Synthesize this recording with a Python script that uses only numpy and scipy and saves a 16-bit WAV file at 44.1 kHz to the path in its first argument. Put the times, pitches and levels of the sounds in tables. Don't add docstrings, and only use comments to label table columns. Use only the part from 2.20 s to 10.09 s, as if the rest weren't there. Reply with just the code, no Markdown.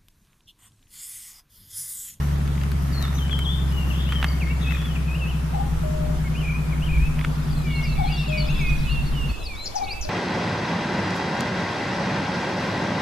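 import sys
import numpy as np
from scipy import signal
from scipy.fft import rfft, irfft, next_fast_len
from scipy.io import wavfile
from scipy.ndimage import uniform_filter1d, map_coordinates

SR = 44100
rng = np.random.default_rng(int(sys.argv[2]) if len(sys.argv) > 2 else 0)


def log_audio(samples):
    frames = np.atleast_2d(samples).T
    limited = np.clip(frames, -1, 1)
    pcm = np.round(limited * 32767).astype(np.int16)
    wavfile.write(sys.argv[1], SR, pcm)


def voltage_ratio(decibels):
    exponent = np.asarray(decibels, float) / 20
    return 10 ** exponent


N = 347949
SAMPLES_S = np.arange(N) / SR
TOP_HZ = 14450

# frequency_hz, relative_db
BUFFET_SPECTRUM = [(6, -35), (12, -2), (30, -8.5), (60, -7), (120, -26), (300, -39.5), (600, -65)]
# peak_s, level_db
GUSTS = [(1.15, -37), (3.5, -29), (3.78, -26), (3.97, -26.5), (4.79, -21), (5.34, -24.5), (5.82, -22),
         (6.4, -24), (6.65, -21), (6.87, -22), (7.03, -24), (7.25, -30), (7.85, -27)]
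BREEZE_DB = -38.5
GUST_RISE_DB_PER_S, GUST_FALL_DB_PER_S = 49, 47
# frequency_hz, relative_db
HISS_SPECTRUM = [(53, -33), (90, -3), (174, -11.5), (358, -13.5), (911, -17.5), (1450, -21.5), (2520, -27),
                 (3060, -25.5), (4030, -32), (5540, -31), (12900, -35.5), (14400, -42)]

# time_s, cycles_per_s
ENGINE_SPEED = [(0.0, 11.98), (0.7, 11.579), (1.4, 11.275), (2.1, 11.05), (2.8, 10.832), (3.5, 10.574),
                (4.2, 10.328), (4.9, 10.12), (5.6, 9.871), (6.3, 9.492), (7.13, 8.998)]
# time_s, firing_tone_db, exhaust_throb_gain_db
ENGINE_LEVELS = [(0, -24, -35), (2.12, -23, -34.5), (3.2, -26, -33.5), (3.5, -27, -33.5), (5.7, -28.5, -32),
                 (7.12, -30.5, -30)]
# order_of_cycle, relative_db
CYLINDER_UNEVENNESS = [(13, -25), (14, -2.5), (15, 1.5), (16, -2), (17, -10.5), (18, -9.5), (20, -12.5),
                       (22, -8)]
# centre_hz, width_hz, gain_db
EXHAUST_MODES = [(153, 13, 4), (245, 20, -10), (365, 18, -22)]
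OCTAVE_DB, OCTAVE_FADE_DB_PER_S, OCTAVE_LEAST_DB = -26.5, 3.5, -47.5
RASP_DB_PER_CYCLE = 3
CAR_END_S = 7.125

# peak_s, level_db
SPRAYS = [(.03, -49), (.62, -49), (.76, -50), (.95, -49), (1.55, -52), (1.7, -49), (2.06, -48), (2.52, -52)]
SPRAY_RISE_DB_PER_S, SPRAY_FALL_DB_PER_S = 250, 100
# centre_hz, width_hz, gain_db
SAND_MODES = [(5760, 740, 0.5), (12500, 3000, 0)]

# frequency_hz, relative_db
ROAR_SPECTRUM = [(30, -35), (60, 13), (150, 13), (260, 10), (420, -2.5), (750, -3.5), (1000, -1.5),
                 (1350, -2), (1700, -6.5), (3500, -14.5), (8000, -23), (12500, -22.5), (14500, -26)]
# frequency_hz, likeness
ROAR_LIKENESS = [(60, 0.91), (250, 0.42), (600, 0.011), (3000, 0.088)]
# start_s, relative_level_db, relative_treble_db, left_over_right_db
STONES = [(0.0857, -36, -18, 0.5), (0.277, -34, -13, 8), (0.3546, -36, -17, 2.5), (0.3785, -33, -23, 9),
          (0.4145, -29, -29, 6), (0.4359, -27.5, -16, 9), (0.518, -29.5, -10, 8), (0.5886, -44, -17, 0.5),
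          (0.669, -33, -24, 6), (0.826, -34.5, -5.5, 22), (1.081, -34, -18, 7), (1.096, -29.5, -27, 15),
          (1.1291, -24, -28, -3), (1.191, -22.5, -12, -2), (1.5229, -39, -7, 7), (1.8906, -31, -19, 10),
          (1.923, -16, -33, 0.5), (2.0281, -11, -36, -2), (2.0435, -11.5, -31, -3), (2.5085, -27, -31, 17),
          (2.522, -26.5, -31, 23), (2.5712, -31, -26, 14), (2.657, -27, -21, -2.0), (3.3454, -34, -20, -5),
          (4.0787, -34, -22, 6), (4.987, -29, -28, -0.5), (4.9924, -23, -23, -2.0), (5.012, -22, -34, -2.5),
          (5.042, -26, -31, 0), (5.0476, -15, -45, -1)]
# centre_hz, width_hz, relative_db
SNAP_BODY_MODES = [(1300, 600, -1), (2200, 800, 0), (3200, 900, -6)]
# centre_hz, width_hz, relative_db
SNAP_EDGE_MODES = [(4500, 1200, 0.5), (12300, 1600, -3.5)]
# peak_s, level_db
LOOSE_GRIT = [(0, -43), (.85, -40.5), (2, -41), (2.55, -40), (4.99, -57)]
GRIT_DB, GRIT_THIN_DB_PER_S = -55.5, 1
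LOOSE_RISE_DB_PER_S, LOOSE_FALL_DB_PER_S = 58, 43
ROAR_DB = -35

# start_s, end_s, first_hz, last_hz, relative_db
LEFT_GLIDES = [ (.728, .75, 4760, 4330, -44), (.75, .812, 4300, 4210, -45.5), (.814, .864, 4100, 3510, -43),
               (.864, .9, 3470, 3720, -46), (.978, 1.0, 4000, 3190, -40), (1.0, 1.08, 3140, 3030, -44),
               (1.112, 1.16, 3420, 3110, -36), (1.16, 1.235, 3100, 3080, -42),
               (1.243, 1.272, 3900, 3186, -34), (1.272, 1.33, 3180, 3550, -35.5),
               (1.33, 1.39, 3540, 3553, -40), (1.515, 1.55, 2850, 2980, -47),
               (1.55, 1.65, 2980, 2750, -41.5), (1.705, 1.73, 3000, 2520, -40),
               (1.868, 1.92, 2620, 3130, -39), (1.92, 1.955, 3120, 3200, -40.5),
               (1.955, 2.02, 3190, 2990, -40), (2.303, 2.322, 2650, 2760, -40),
               (2.7, 2.735, 3150, 2900, -48), (2.752, 2.775, 2930, 2350, -44.5)]
# start_s, end_s, first_hz, last_hz, relative_db
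AHEAD_GLIDES = [ (2.06, 2.19, 2160, 2175, -46), (2.207, 2.245, 2850, 2100, -35),
                (2.263, 2.329, 2110, 2274, -36), (2.44, 2.474, 2660, 2500, -40),
                (2.474, 2.515, 2500, 2680, -33), (2.515, 2.565, 2680, 2430, -35),
                (2.59, 2.67, 3370, 3430, -43), (2.67, 2.7, 3410, 3150, -41.5),
                (2.873, 2.9, 2650, 2450, -40), (2.9, 2.945, 2480, 2590, -39.5),
                (2.945, 2.967, 2540, 2930, -36), (2.993, 3.02, 3070, 2680, -40),
                (3.02, 3.063, 2700, 2574, -36), (3.063, 3.1, 2590, 3030, -43),
                (3.1, 3.145, 3100, 2440, -43), (4.045, 4.072, 2180, 2210, -40),
                (4.072, 4.087, 2210, 2040, -42), (4.159, 4.197, 2680, 3100, -38),
                (4.205, 4.23, 3050, 2630, -40), (4.335, 4.392, 2380, 2516, -35),
                (4.518, 4.546, 2510, 2100, -39.5), (4.622, 4.65, 2720, 3150, -35),
                (4.663, 4.686, 3200, 2680, -36), (4.8, 4.885, 2400, 2620, -37),
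                (5.36, 5.446, 2610, 2430, -53), (5.62, 5.66, 6300, 5240, -52),
                (5.446, 5.5, 2430, 2266, -40.5), (5.5, 5.655, 2247, 2170, -38),
                (5.655, 5.685, 2450, 2200, -38), (5.757, 5.781, 2180, 2410, -45),
                (5.781, 5.86, 2300, 2180, -38.5), (5.87, 5.935, 2250, 2840, -35),
                (5.935, 6.026, 2840, 2730, -38), (5.845, 5.89, 3350, 3260, -44),
                (5.931, 5.96, 3500, 3300, -41), (5.96, 6.02, 3400, 3650, -42),
                (6.028, 6.06, 2730, 2520, -40), (6.062, 6.125, 2860, 2526, -35.5),
                (6.125, 6.17, 2517, 2480, -30.5), (6.17, 6.21, 2490, 2400, -36),
                (6.095, 6.115, 3300, 3270, -40), (6.146, 6.258, 2906, 2950, -40.5),
                (6.252, 6.286, 2600, 2440, -46), (6.286, 6.318, 2480, 2810, -34.5),
                (6.385, 6.413, 2650, 2270, -37), (6.415, 6.493, 2240, 2125, -37),
                (6.699, 6.745, 4060, 4550, -43.5), (6.858, 6.898, 4630, 4240, -43.5),
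                (7.092, 7.118, 4200, 4500, -45), (7.148, 7.165, 4020, 4400, -47),
                (7.2, 7.269, 4060, 3850, -47), (7.236, 7.255, 5300, 5000, -44),
                (7.255, 7.283, 5000, 4150, -37.5), (7.355, 7.395, 3420, 4000, -43),
                (7.395, 7.478, 3980, 4230, -37.5), (7.425, 7.447, 7600, 7150, -48),
                (7.447, 7.465, 7150, 6500, -40), (7.637, 7.65, 3770, 4600, -38),
                (7.65, 7.66, 4680, 3520, -41), (7.682, 7.708, 3330, 4400, -39),
                (7.708, 7.736, 4320, 4980, -30), (7.868, 7.89, 5200, 4900, -52)]
# start_s, end_s, first_hz, last_hz, relative_db
RIGHT_GLIDES = [ (5.472, 5.62, 2950, 2720, -41), (5.625, 5.7, 2910, 2690, -40.5),
                (5.7, 5.775, 2700, 2590, -41.5), (5.893, 5.933, 2310, 2220, -40),
                (5.895, 5.925, 2980, 2890, -40), (6.11, 6.15, 2550, 2320, -39),
                (6.15, 6.21, 2320, 2230, -34), (6.334, 6.405, 2654, 2654, -37),
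                (6.405, 6.45, 2667, 2515, -32.5), (6.45, 6.565, 2530, 2468, -30),
                (6.64, 6.69, 2680, 2580, -41), (6.69, 6.71, 2570, 2800, -34),
                (6.672, 6.715, 3000, 2826, -38), (6.715, 6.82, 2815, 2697, -33),
                (6.934, 7.04, 3105, 2760, -37.5), (7.04, 7.064, 2750, 2840, -34.5),
                (7.074, 7.108, 2920, 2550, -40), (7.108, 7.17, 2590, 2590, -40),
                (7.17, 7.26, 2590, 2600, -47), (7.271, 7.37, 2600, 2235, -37),
                (7.385, 7.455, 2240, 2255, -47), (7.57, 7.615, 2620, 2370, -50),
                (7.615, 7.704, 2360, 2180, -40), (7.671, 7.745, 2630, 2280, -34),
                (7.68, 7.718, 2930, 2660, -38), (7.718, 7.85, 2630, 2620, -40)]
BEND = 1.6
PEAK_SHARE = 0.44
ONSET_DB, FADE_DB, SLUR_DB = 6, 6.5, 2
# start_s, end_s, first_hz, last_hz, relative_db
BUZZ_NOTES = [(1.72, 1.892, 3140, 3510, -40.5), (2.41, 2.488, 3610, 3420, -38.5),
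              (2.486, 2.629, 3570, 3250, -43)]
# start_s, end_s, first_hz, last_hz, relative_db
HUSKY_NOTES = [(.94, .99, 6150, 6050, -43), (1.47, 1.53, 5250, 5150, -51), (2.065, 2.13, 4600, 4600, -42),
               (2.13, 2.32, 4580, 4550, -53)]
# start_s, end_s, first_hz, last_hz, relative_db
CHIRR_NOTES = [(7.457, 7.481, 4900, 4800, -27), (7.553, 7.592, 6060, 4600, -32),
               (7.811, 7.862, 6340, 4400, -34.5)]
# start_s, end_s, first_hz, last_hz, relative_db
TRILL_NOTES = [(4.228, 4.348, 2447, 2327, -32.5), (4.686, 4.806, 2466, 2320, -33)]
# top_s, top_hz, relative_db
CHIP_TOPS = [(4.142, 2550, -50), (4.155, 2500, -38), (4.605, 2650, -52), (4.62, 2600, -43),
             (5.31, 4900, -46), (5.333, 4650, -48), (5.375, 4300, -44), (5.4, 4050, -46), (5.42, 4050, -48),
             (5.563, 4300, -37.5), (5.59, 4250, -46), (5.643, 5000, -41), (5.66, 4750, -44),
             (5.68, 4600, -40), (5.7, 4400, -40), (5.718, 4250, -47), (5.738, 4050, -41),
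             (5.862, 4200, -43), (5.878, 4300, -37), (5.927, 4880, -36), (5.945, 4680, -35.5),
             (5.964, 4560, -35.5), (5.985, 4000, -37), (6.072, 4000, -43), (6.092, 7350, -44),
             (6.186, 4750, -30), (6.206, 4560, -29.5), (6.226, 4380, -34), (6.256, 4350, -46),
             (6.31, 6500, -48), (6.415, 6600, -50), (6.5, 6050, -48), (6.57, 6050, -46)]
CHIP_RISE_S, CHIP_FALL_S, CHIP_EDGE_DB = .009, .009, 11
CHIP_FROM, CHIP_TO = .96, .94
# start_s, first_note_relative_db, second_note_relative_db, second_note_length_s
CUCKOO_CALLS = [(3.328, -30, -34.5, .3), (5.775, -28, -35, .2), (7.543, -26.5, -38, .2)]
# time_in_call_s, pitch_hz, relative_db
CUCKOO_FIRST_NOTE = [(0, 660, -16), (.02, 847, 1.5), (.055, 688, -6), (.075, 841, 1), (.095, 760, -5.5),
                     (.125, 793, -18)]
COO_AFTER_S, COO_HZ, COO_SAG_HZ, COO_FADE_DB = .31, 619, 12, 6
# time_s, gain_db
TWITTER_GAIN = [(5, -63), (5.45, -57.5), (6.0, -50.5), (6.4, -51), (6.7, -54), (6.95, -59.5), (7.3, -59.5),
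                (7.89, -69)]
# frequency_hz, t60_s
WOODS_DECAY = [(600, 0.59), (2500, 0.98), (5000, 0.28), (9000, 0.64)]


def unit(x):
    return x / np.sqrt(np.mean(x ** 2) + 1e-20)


def along(points, hz):
    f, v = np.transpose(points)
    return np.interp(np.log(hz + 1), np.log(f + 1), v)


def curves(rows):
    s, *cols = np.transpose(rows)
    return [np.interp(SAMPLES_S, s, c) for c in cols]


def peaks(rows, rise_db_per_s, fall_db_per_s, base_db):
    level_db = base_db + 0 * SAMPLES_S
    for s, db in rows:
        drop_db = np.maximum(rise_db_per_s * (s - SAMPLES_S), fall_db_per_s * (SAMPLES_S - s))
        level_db = np.maximum(level_db, db - drop_db)
    return level_db


def wobble(knots_per_s):
    knots = rng.standard_normal(int(N * knots_per_s / SR) + 4)
    return map_coordinates(knots, [SAMPLES_S * knots_per_s])


def filtered(x, response):
    m = next_fast_len(N + SR // 2)
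    return irfft(rfft(x, m) * response(np.fft.rfftfreq(m, 1 / SR)), m)[..., :N]


def resonant(modes, f):
    total = 0
    for k, (centre, width, db) in enumerate(modes):
        total = total + (-1) ** k * voltage_ratio(db) * 1j * f * width / (centre * centre - f * f + 1j * f * width)
    return total


def rush(spectrum, alike, patchy_db):
    z = signal.stft(rng.standard_normal((2, N)), nperseg=512)[2]
    field = uniform_filter1d(rng.standard_normal(z.shape[1:]), size=6, axis=0)
    field = uniform_filter1d(field, size=10, axis=1)
    pair = signal.istft(z * voltage_ratio(patchy_db * unit(field)), nperseg=512)[1][:, :N]

    def response(hz):
        turn = np.arccos(np.clip(along(alike, hz), -1, 1)) / 2
        return voltage_ratio(along(spectrum, hz)) * [np.cos(turn), np.sin(turn)]

    mid, side = filtered(pair, response)
    return unit(np.array([mid + side, mid - side]))


def placed(x, left_db, lead_rad):
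    analytic = signal.hilbert(x, next_fast_len(N))[:N]
    gain = voltage_ratio([[left_db / 2], [-left_db / 2]])
    phase = np.exp([[.5j * lead_rad], [-.5j * lead_rad]])
    return np.real(analytic * gain * phase)


def wind():
    low = rush(BUFFET_SPECTRUM, [(20, .8), (150, .5)], patchy_db=.3)
    buffet = unit(voltage_ratio(2.5 * wobble(9)) * low)
    gust_db = peaks(GUSTS, GUST_RISE_DB_PER_S, GUST_FALL_DB_PER_S, BREEZE_DB)
    hiss = rush(HISS_SPECTRUM, [(200, 0.017), (3000, 0.088), (9000, 0.017)], patchy_db=2.33)
    return voltage_ratio(gust_db) * buffet + voltage_ratio(-40) * voltage_ratio([[.6], [-.6]]) * hiss


def engine():
    firing_db, throb_db = curves(ENGINE_LEVELS)
    octave_db = np.maximum(OCTAVE_DB - OCTAVE_FADE_DB_PER_S * SAMPLES_S, OCTAVE_LEAST_DB)
    rate = curves(ENGINE_SPEED)[0]
    turn = 2 * np.pi * np.cumsum(rate) / SR
    firing = voltage_ratio(firing_db + .6 * wobble(6)) * np.cos(6 * turn - 1.1)
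    firing += voltage_ratio(octave_db) * np.cos(12 * turn - 2.3)
    kick = np.exp(1j * (turn - 2.9))
    throb = np.zeros(N)
    for k in range(13, 40):
        upper = k > 17
        order_db = np.interp(k, *np.transpose(CYLINDER_UNEVENNESS)) + (.5 + 2 * upper) * wobble(1.5)
        order_db = order_db + RASP_DB_PER_CYCLE * upper * (rate - 10)
        slip = np.exp(2j * np.pi * rng.random() * upper)
        throb += np.real(voltage_ratio(order_db) * resonant(EXHAUST_MODES, k * rate) * slip * kick ** k)
    return np.sqrt(2) * (placed(firing, 0.81, 0) + placed(voltage_ratio(throb_db) * throb, 1.7, 0))


def sprays():
    noise = rng.standard_normal((2, N))
    hiss = unit(filtered(noise, lambda hz: resonant(SAND_MODES, hz) ** 2))
    level_db = peaks(SPRAYS, SPRAY_RISE_DB_PER_S, SPRAY_FALL_DB_PER_S, -90) + 3.4 * wobble(40)
    return voltage_ratio(level_db) * voltage_ratio([[2.5], [-2.5]]) * hiss


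def snap(treble_db):
    t = np.arange(SR // 40) / SR
    hz = np.fft.rfftfreq(2 * len(t), 1 / SR)
    burst = rng.standard_normal((2, len(t))) * voltage_ratio(-60 * t / [[.022], [.012]])
    burst[:, 0] += 4
    responses = [resonant(SNAP_BODY_MODES, hz), resonant(SNAP_EDGE_MODES, hz)]
    body, edge = irfft(rfft(burst, 2 * len(t)) * responses)[:, :len(t)]
    return body / abs(body).max() + voltage_ratio(treble_db + 10.0) * edge / abs(edge).max()


def gravel():
    stones = np.zeros((2, N + SR))
    for s, db, treble_db, left_db in STONES:
        crack = snap(treble_db)
        gain = voltage_ratio(db + 0.5) * voltage_ratio([[left_db / 2], [-left_db / 2]])
        stones[:, round(s * SR) - 20:][:, :len(crack)] += crack * gain
    hits = (rng.random((2, N)) < 250 / SR) * rng.standard_normal((2, N))
    hits *= voltage_ratio(2.5 * np.minimum(rng.exponential(size=(2, N)), 3))
    grit = unit(signal.fftconvolve(hits + 0.38 * hits[::-1], snap(-20.5)[None], axes=1)[:, :N])
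    base_db = GRIT_DB - GRIT_THIN_DB_PER_S * SAMPLES_S
    grit_db = peaks(LOOSE_GRIT, LOOSE_RISE_DB_PER_S, LOOSE_FALL_DB_PER_S, base_db) + 0.84 * wobble(4.56)
    roar = voltage_ratio(ROAR_DB + .7 * wobble(3)) * rush(ROAR_SPECTRUM, ROAR_LIKENESS, patchy_db=1.2)
    return stones[:, :N] + voltage_ratio(grit_db) * grit + roar


def car():
    return (engine() + gravel() + sprays()) * np.clip((CAR_END_S - SAMPLES_S) / .002, 0, 1)


def whistle(notes, overtone_db, flutter_db):
    out = np.zeros(N + SR)
    flutter = np.sqrt(2) * voltage_ratio(flutter_db * wobble(70))
    for note in notes:
        s, hz, db = np.transpose(note)
        t = np.arange(s[0] - .004, s[-1] + 0.0012, 1 / SR)
        turn = 2 * np.pi * np.cumsum(np.interp(t, s, hz)) / SR
        ends = np.clip(np.minimum(t - t[0], t[-1] - t) / 0.002, 0, 1)
        tone = np.sin(turn) + voltage_ratio(overtone_db) * np.sin(2 * turn)
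        out[round(t[0] * SR):][:len(t)] += voltage_ratio(np.interp(t, s, db)) * ends * tone
    return out[:N] * flutter


def glides(rows):
    u = np.linspace(0, 1, 9)
    meet = abs(np.subtract.outer(*np.transpose(rows)[:2])) < .006
    onset_db = np.where(meet.any(axis=1), SLUR_DB, ONSET_DB)
    fade_db = np.where(meet.any(axis=0), SLUR_DB, FADE_DB)
    notes = []
    for (start, end, first_hz, last_hz, db), up_db, down_db in zip(rows, onset_db, fade_db):
        hz = last_hz + (first_hz - last_hz) * (1 - u) ** BEND
        drop_db = np.maximum(up_db * (1 - u / PEAK_SHARE), down_db * (u - PEAK_SHARE) / (1 - PEAK_SHARE))
        notes.append(np.transpose([start + (end - start) * u, hz, db - drop_db]))
    return notes


def buzzes(rows, swing_hz, swings_per_s, rising, wander_hz, rough_db):
    out = np.zeros(N)
    for start, end, first_hz, last_hz, db in rows:
        u = np.clip((SAMPLES_S - start) / (end - start), 0, 1)
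        swing = signal.sawtooth(2 * np.pi * swings_per_s * (SAMPLES_S - start), rising)
        hz = first_hz + (last_hz - first_hz) * u + swing_hz * swing + wander_hz * wobble(160)
        level = voltage_ratio(db + rough_db * wobble(150)) * np.sin(np.pi * u) ** 0.35
        out += level * np.sin(2 * np.pi * np.cumsum(hz) / SR)
    return out


def chips():
    return [[(s - CHIP_RISE_S, hz * CHIP_FROM, db - CHIP_EDGE_DB),
             (s, hz, db),
             (s + CHIP_FALL_S, hz * CHIP_TO, db - CHIP_EDGE_DB)] for s, hz, db in CHIP_TOPS]


def cuckoo_calls():
    high = [np.add(CUCKOO_FIRST_NOTE, [s, 0, db]) for s, db, *_ in CUCKOO_CALLS]
    low = [[(s + COO_AFTER_S, COO_HZ, db),
            (s + COO_AFTER_S + length, COO_HZ - COO_SAG_HZ, db - COO_FADE_DB)]
           for s, _, db, length in CUCKOO_CALLS]
    return high + low


def twitter(count):
    draw = rng.random((count, 4)) ** [1, 2.5, 1, 1] * [2.9, 2200, .2, 12] + [5, 3500, .02, -6]
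    notes = [[(s, hz * .95, db - 7), (s + .008, hz, db), (s + .02, hz * (1 - fall), db - 7)]
             for s, hz, fall, db in draw]
    gain_db = curves(TWITTER_GAIN)[0] + 1.1 * wobble(150)
    return voltage_ratio(gain_db) * whistle(notes, overtone_db=-40, flutter_db=1)


def woods(x):
    out, step = np.zeros((2, N + 2 * SR)), SR // 2
    for start in range(0, N, step):
        hz, t, z = signal.stft(rng.standard_normal((2, SR)), SR, nperseg=256)
        decay = voltage_ratio(-60 * t / along(WOODS_DECAY, hz)[:, None])
        tail = signal.istft(z * decay, SR, nperseg=256)[1]
        wet = signal.fftconvolve(x[:, start:start + step], tail / np.linalg.norm(tail[0]), axes=1)
        out[:, start + 400:][:, :wet.shape[1]] += wet
    return out[:, :N]


def birds():
    left = voltage_ratio(3.5) * whistle(glides(LEFT_GLIDES), overtone_db=-46, flutter_db=3.5)
    left += buzzes(BUZZ_NOTES, swing_hz=250, swings_per_s=130, rising=0.54, wander_hz=120, rough_db=3.0)
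    left += buzzes(HUSKY_NOTES, swing_hz=60, swings_per_s=70, rising=.45, wander_hz=69.4, rough_db=4.5)
    left += buzzes(CHIRR_NOTES, swing_hz=800, swings_per_s=170, rising=0.11, wander_hz=150, rough_db=2.6)
    left = placed(left, 5.9, -1.64)
    ahead = whistle(glides(AHEAD_GLIDES) + chips(), overtone_db=-34, flutter_db=2.0)
    ahead += buzzes(TRILL_NOTES, swing_hz=110, swings_per_s=33.5, rising=0.82, wander_hz=15, rough_db=2.0)
    right = voltage_ratio(-1.0) * whistle(glides(RIGHT_GLIDES), overtone_db=-34, flutter_db=2.0)
    song = placed(ahead, 2.5, -0.22) + placed(right, -4.5, 0.29)
    cuckoo = voltage_ratio(0.5) * whistle(cuckoo_calls(), overtone_db=-33, flutter_db=1.5)
    cuckoo = placed(cuckoo, 7.3, 3.77)
    far = placed(twitter(count=550), 4.1, 0)
    echo = woods(voltage_ratio(-5) * left + voltage_ratio(-7) * song + voltage_ratio(-8) * cuckoo + voltage_ratio(-1) * far)
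    return left + song + cuckoo + far + echo


def scene():
    return wind() + car() + birds()


def roll_off(x):
    return signal.sosfilt(signal.butter(12, 14810, fs=SR, output="sos"), x)


def record(dry):
    mix = filtered(dry, lambda hz: hz < TOP_HZ) + 0.01
    return roll_off(mix)


dry = scene()
out = record(dry)
log_audio(out)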